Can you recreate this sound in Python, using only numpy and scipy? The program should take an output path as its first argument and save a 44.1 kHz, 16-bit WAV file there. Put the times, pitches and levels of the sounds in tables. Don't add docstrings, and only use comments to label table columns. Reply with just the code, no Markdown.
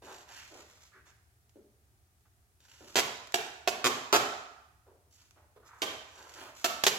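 import sys
import numpy as np
from scipy import signal
from scipy.fft import rfft, irfft, next_fast_len
from scipy.io import wavfile
from scipy.ndimage import uniform_filter1d

SR = 44100
rng = np.random.default_rng(int(sys.argv[2]) if len(sys.argv) > 2 else 0)


def transcribe(signal):
    frames = np.atleast_2d(signal).T
    limited = np.clip(frames, -1, 1)
    pcm = np.round(limited * 32767).astype(np.int16)
    wavfile.write(sys.argv[1], SR, pcm)


N = 307818
TAPS = 4096
HZ = np.fft.rfftfreq(TAPS, 1 / SR)

# start_s, length_s, jerk_gap_s, level_db, swell_db,
# tilt_db_per_octave, shade_db, roll_db, low_mode_hz, low_mode_db, high_mode_hz, high_mode_db
RIPS = [(2.9564, 0.041, 0.0075, -12, 1.5, -0.5, 3, -5, 646, 0.5, 1690, -0.5),
        (3.342, .016, .0155, -7.5, -8, 0.2, 1, 1, 692, 9, 2590, 6),
        (3.675, 0.011, 0.0082, -10, -2, -1, 2, -1.5, 698, 12, 2550, 5.5),
        (3.843, 0.027, 0.0078, -10, 3, -0.5, 1.5, 2.5, 805, 0.5, 1120, 7.5),
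        (4.1269, 0.036, .0068, -6.5, 0, -1.1, 1.5, -1, 737, 8.5, 1300, 9.5),
        (5.8185, 0.014, 0.0071, -10, -2.5, -1.05, -2, -4, 777, 2.5, 3180, 7.5),
        (6.643, 0.018, .0055, -9, -7, 1.26, 0.5, 2.5, 660, 11, 1300, 10),
        (6.837, 0.014, .015, -9.5, -8.5, -0.2, 3, -3, 710, 0, 3080, -4),
        (6.866, 0.013, 0.0069, -6.5, -6, .5, 3.5, 1.5, 710, 1.5, 3300, 3.5)]
# pitch_hz, width_hz, boost_db
ROLL_MODES = [(257.8, 47, 6.5), (378.7, 79, 9.5)]


def amp(db):
    return 10 ** (np.asarray(db) / 20)


def unit_rms(x):
    return x / np.sqrt(np.mean(x ** 2) + 1e-20)


def curve(points, hz):
    point_hz, value = np.transpose(points)
    return np.interp(np.log(hz + 1), np.log(point_hz + 1), value)


def add(mix, start_s, sound):
    part = mix[max(round(start_s * SR), 0):][:len(sound)]
    part += sound[:len(part)]


def resonance(hz, width_hz):
    return 1 / (1 + (2 * (HZ - hz) / width_hz) ** 2)


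def ring(x, colour_db):
    log_gain = np.log(amp(np.maximum(colour_db - colour_db.max(), -90)))
    mirrored = np.r_[log_gain, log_gain[-2:0:-1]]
    response = np.fft.ifft(np.exp(signal.hilbert(mirrored).conj())).real
    return signal.fftconvolve(x, response / np.linalg.norm(response))


def snaps(size, per_s, spread_db):
    chance, height, sign = rng.random((3, size))
    return (chance < per_s / SR) * amp(spread_db * height) * np.sign(sign - .5)


def flatten(x, bins):
    spectrum = rfft(x, TAPS)
    return irfft(spectrum / np.sqrt(uniform_filter1d(abs(spectrum) ** 2, bins) + 1e-12))[:len(x)]


def wander(t, length_s, step_s):
    knots = np.arange(0, length_s, step_s)
    return np.interp(t, knots, rng.standard_normal(len(knots)))


def mic_pair(x):
    # frequency_hz, coherence
    likeness = [(60, 0.69), (290, 0.97), (640, 0.81), (1400, -0.24), (3000, 0.03), (16000, 0)]
    common, separate = rfft(x)
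    same = np.clip(curve(likeness, np.fft.rfftfreq(x.shape[1], 1 / SR)), -1, 1)
    return irfft([same * common + np.sqrt(1 - same ** 2) * separate, common], x.shape[1])


def room_tone(level_db=-68.5):
    # frequency_hz, density_db
    air = [(15, -55), (25, -26.5), (47, -16.5), (70, -6.5), (120, -11), (137, -20.5), (277, -29),
           (384, -24), (516, -36.5), (695, -27), (1040, -35.5), (1190, -30.5), (3080, -37.5),
           (11000, -35.5), (16000, -40.5)]
    noise = mic_pair(rng.standard_normal((2, N)))
    colour = amp(curve(air, np.fft.rfftfreq(N, 1 / SR)))
    return amp(level_db) * unit_rms(irfft(rfft(noise) * colour, N))


def hum(trim_db=-3, waver_rad=4.3):
    # pitch_hz, level_db
    tones = [(75.4, -74), (113.0, -78.5)]
    t, out = np.arange(N) / SR, np.zeros(N)
    for hz, db in tones:
        phase = 2 * np.pi * hz * t + waver_rad * wander(t, t[-1] + 1, step_s=.2)
        out += amp(db + trim_db) * np.sqrt(2) * np.sin(phase)
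    return out


def garage(x, gap_s=.006, build_s=.035):
    # frequency_hz, t60_s
    decay = [(100, .85), (350, 0.58), (700, 0.81), (1400, 0.89), (3000, 0.73), (6000, 0.74), (11000, 0.53),
             (16000, .33)]
    # frequency_hz, level_db
    colour = [(100, 0), (250, 4), (370, -7), (500, 3.5), (700, -2), (1400, 0), (3000, -1.5), (7000, -4),
              (11000, -4), (15000, -3.5)]
    hz, frame_s, noise = signal.stft(rng.standard_normal((2, SR)), SR, nperseg=512)
    fall_per_s = np.log(1000) / curve(decay, hz)[:, None]
    envelope = np.exp(-fall_per_s * frame_s) * np.sqrt(2 * fall_per_s / SR)
    tail = signal.istft(noise * amp(curve(colour, hz))[:, None] * envelope, SR, nperseg=512)[1]
    onset = np.clip((np.arange(SR) / SR - gap_s) / build_s, 0, 1)
    return signal.fftconvolve(x[None], mic_pair(tail[:, :SR] * onset), axes=1)[:, :N]


def nearby(x, gain_db=1.5, hands_db=-1, hands_s=.0015, floor_db=-7, floor_s=.012):
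    t = np.arange(TAPS // 2) / SR
    scatter = sum(amp(db) * np.exp(-t / decay_s) / np.sqrt(decay_s * SR / 2)
                  for db, decay_s in [(hands_db, hands_s), (floor_db, floor_s)])
    response = mic_pair(rng.choice([-1., 1.], (2, len(t))) * scatter)
    response[1, 0] += .7
    response[0, 3] += .7
    response = np.array([flatten(side, bins=15) for side in response])
    return amp(gain_db) * signal.oaconvolve(x[None], response, axes=1)[:, :N]


def moving(x, space, turn_s, count=4):
    place = np.arange(N) / SR / turn_s
    fades = (np.sin(np.pi / 2 * np.minimum((place + k) % count, 2)) for k in range(count))
    return sum(space(fade * x) for fade in fades)


def stroke(length_s, rise_share):
    return np.interp(np.linspace(0, 1, int(length_s * SR)), [0, rise_share, 1], [0, 1, 0])


def rubs_and_bumps(trim_db=-1, peak_db=27, roll_share=.87, bass_cut_db=8):
    # start_s, length_s, level_db, centre_hz, width_octaves
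    rubs = [(.04, 0.16, -54.5, 805, .85), (.26, .14, -60, 1150, 0.88), (.31, .18, -58.5, 2110, .6),
            (.495, .14, -57, 544, 0.79), (.91, 0.12, -63.5, 1600, 0.41), (.935, .08, -72, 385, .55),
            (1.04, .17, -76, 1680, 0.2), (5.61, .27, -62, 1250, .5), (6.11, 0.31, -60, 874, 0.87),
            (6.323, .23, -53, 960, 1.27)]
    # start_s, length_s, level_db, centre_hz, width_octaves
    bumps = [(.018, .15, -57, 400, 1.56), (1.555, .06, -56.5, 330, .55), (2.25, .05, -78, 1110, 0.73),
             (2.803, 0.12, -59, 328, 1.2), (4.864, .14, -66.5, 590, 0.67), (5.358, .14, -67, 800, 0.83),
             (5.56, .07, -61.5, 520, 1.0)]
    out = np.zeros(N)
    roll = roll_share * sum(db * resonance(hz, width) for hz, width, db in ROLL_MODES)
    roll -= bass_cut_db * resonance(150, 130)
    for strokes, rise_share in (rubs, .38), (bumps, .03):
        for start_s, length_s, db, hz, width in strokes:
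            pressure = stroke(length_s, rise_share)
            grains = unit_rms(snaps(len(pressure), per_s=2200, spread_db=18.5) * pressure)
            widths_away = np.log2((HZ + 1) / hz) / width
            colour = peak_db * np.exp(-widths_away ** 2 / 7) - 1.8 * abs(widths_away) + roll
            add(out, start_s, amp(db + trim_db) * ring(grains, colour))
    return out


def rustle(trim_db=-2, tick_trim_db=6, clump_db=3, fullness=.56):
    # start_s, length_s, level_db, tilt_db_per_octave, rise_share
    strokes = [(.03, .21, -56, -.5, 0.47), (.275, 0.24, -55.5, -0.5, 0.17), (0.459, .18, -57.5, -1.5, 0.84),
               (0.623, 0.22, -65, -1, .3), (.8, 0.099, -62, 0, 0.24), (1.054, .07, -63.5, -2.5, 0.37),
               (2.601, 0.22, -62.5, -1, 0.52), (2.769, 0.2, -58.5, -1, 0.69),
               (5.104, .07, -65.5, 5.5, 0.34), (5.15, .16, -67.5, -0.5, .15), (5.647, .06, -63.5, 2.5, .5),
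               (5.733, 0.094, -69, 4, 0.83), (6.052, 0.27, -59.5, -0.5, 0.63), (6.299, .22, -58, -0.5, 0.2),
               (6.544, 0.1, -54, 0.5, .6)]
    # frequency_hz, density_db
    crackle = [(500, -17), (1200, -7), (2700, -6.5), (4500, -7), (7300, -3), (9000, -23), (12000, -16.5),
               (16000, -32)]
    # start_s, level_db
    ticks = [(0.365, -35.5), (0.83, -62), (1.494, -48), (2.208, -58), (2.604, -46.5), (2.899, -50),
             (2.945, -32), (3.272, -33), (3.322, -29), (5.309, -42), (6.294, -34), (6.339, -32.5),
             (6.57, -37)]
    out, colour = np.zeros(N), curve(crackle, HZ)
    octaves = np.log2(np.clip(HZ, 500, 8000))
    for start_s, length_s, db, tilt, rise_share in strokes:
        pressure = stroke(length_s, rise_share) ** fullness
        t = np.arange(len(pressure)) / SR
        clumps = amp(clump_db * wander(t, length_s, step_s=.007))
        grains = unit_rms(snaps(len(t), per_s=3700, spread_db=24.5) * clumps * pressure)
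        add(out, start_s, amp(db + trim_db) * ring(grains, colour + tilt * octaves))
    for start_s, db in ticks:
        add(out, start_s, amp(db + tick_trim_db) * ring(slip(length_s=.0015), colour))
    return out


def fizz(decay_s=.018):
    # frequency_hz, density_db
    colour = [(1000, -17), (3000, -4), (7300, 1), (9000, -11.5), (11800, -8.5), (16000, -20)]
    t = np.arange(TAPS // 2) / SR
    threads = snaps(len(t), per_s=6500, spread_db=11.5) * np.exp(-t / decay_s)
    return ring(threads / np.linalg.norm(threads), curve(colour, HZ))


def slip(length_s, first_snap=.39):
    t = np.arange(TAPS // 4) / SR
    cluster = snaps(len(t), per_s=9000, spread_db=25) * np.exp(-(t / length_s) ** 3)
    cluster /= np.linalg.norm(cluster) + 1e-12
    cluster[0] -= first_snap
    return flatten(cluster, bins=30)


def jerks(length_s, gap_s, swell_db, release_db_per_s=1399, jitter_s=.0004, uneven_db=.62, count=9):
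    late, strong, bright = rng.standard_normal((3, count))
    t = np.arange(count) * gap_s
    db = swell_db * np.minimum(t / length_s, 1) - release_db_per_s * np.maximum(t - length_s, 0)
    db[0] += 1
    return zip(t + jitter_s * late * (t > 0), db + uneven_db * strong, .42 * bright)


def tape(slip_trim_db=9, fizz_trim_db=-3, facings=6):
    # frequency_hz, density_db
    peel = [(40, -40), (100, -15.5), (200, -18.5), (260, -11.5), (440, -4), (510, -9.5), (700, -3),
            (1300, -4.5), (2000, -5), (3100, -3.5), (5000, -7.5), (7300, -8.5), (9000, -26.5), (11800, -18),
            (16000, -28)]
    tracks = np.zeros((facings, N))
    octaves = np.log2(np.maximum(HZ, 300) / 1500)
    for n, rip in enumerate(RIPS):
        start_s, length_s, gap_s, db, swell_db, tilt, _, roll_db, low_hz, low_db, high_hz, high_db = rip
        roll = sum((mode_db + roll_db) * resonance(hz, width) for hz, width, mode_db in ROLL_MODES)
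        strip = low_db * resonance(low_hz, width_hz=140) + high_db * resonance(high_hz, width_hz=260)
        track = tracks[n % facings]
        for delay_s, jerk_db, jerk_tilt in jerks(length_s, gap_s, swell_db):
            colour = curve(peel, HZ) + roll + strip + (tilt + jerk_tilt) * octaves
            crack = ring(slip(length_s=.0036), colour)
            add(track, start_s + delay_s, amp(db + jerk_db + slip_trim_db) * crack)
            add(track, start_s + delay_s, amp(db + jerk_db + fizz_trim_db) * fizz())
    return tracks


def scene(handling_right_db=-1):
    # frequency_hz, left_minus_right_db
    balance = [(60, 2), (350, 0.5), (700, -6), (1300, -3.5), (4000, -3), (8000, -3), (11500, -11),
               (15000, -5)]
    shade = np.ones(N)
    for start_s, _, _, _, _, _, shade_db, *_ in RIPS:
        shade[round(start_s * SR):] = amp(shade_db)
    hands, tracks = rubs_and_bumps() + rustle(), tape()
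    rips = sum(nearby(shade * track) for track in tracks) + moving(tracks.sum(0), garage, turn_s=.014)
    handling = moving(hands, nearby, turn_s=.3) + garage(hands)
    mix = rips + handling * amp([[0], [handling_right_db]])
    size = next_fast_len(N + SR)
    lean_db = curve(balance, np.fft.rfftfreq(size, 1 / SR)) / 2
    at_mics = irfft(rfft(mix, size) * amp([lean_db, -lean_db]), size)[:, :N]
    return at_mics + room_tone() + hum()


def record(dry, edge_hz=16300):
    lowpass = signal.firwin(511, edge_hz, window=("kaiser", 9), fs=SR)
    return signal.oaconvolve(dry, lowpass[None], "same")


dry = scene()
out = record(dry)
transcribe(out)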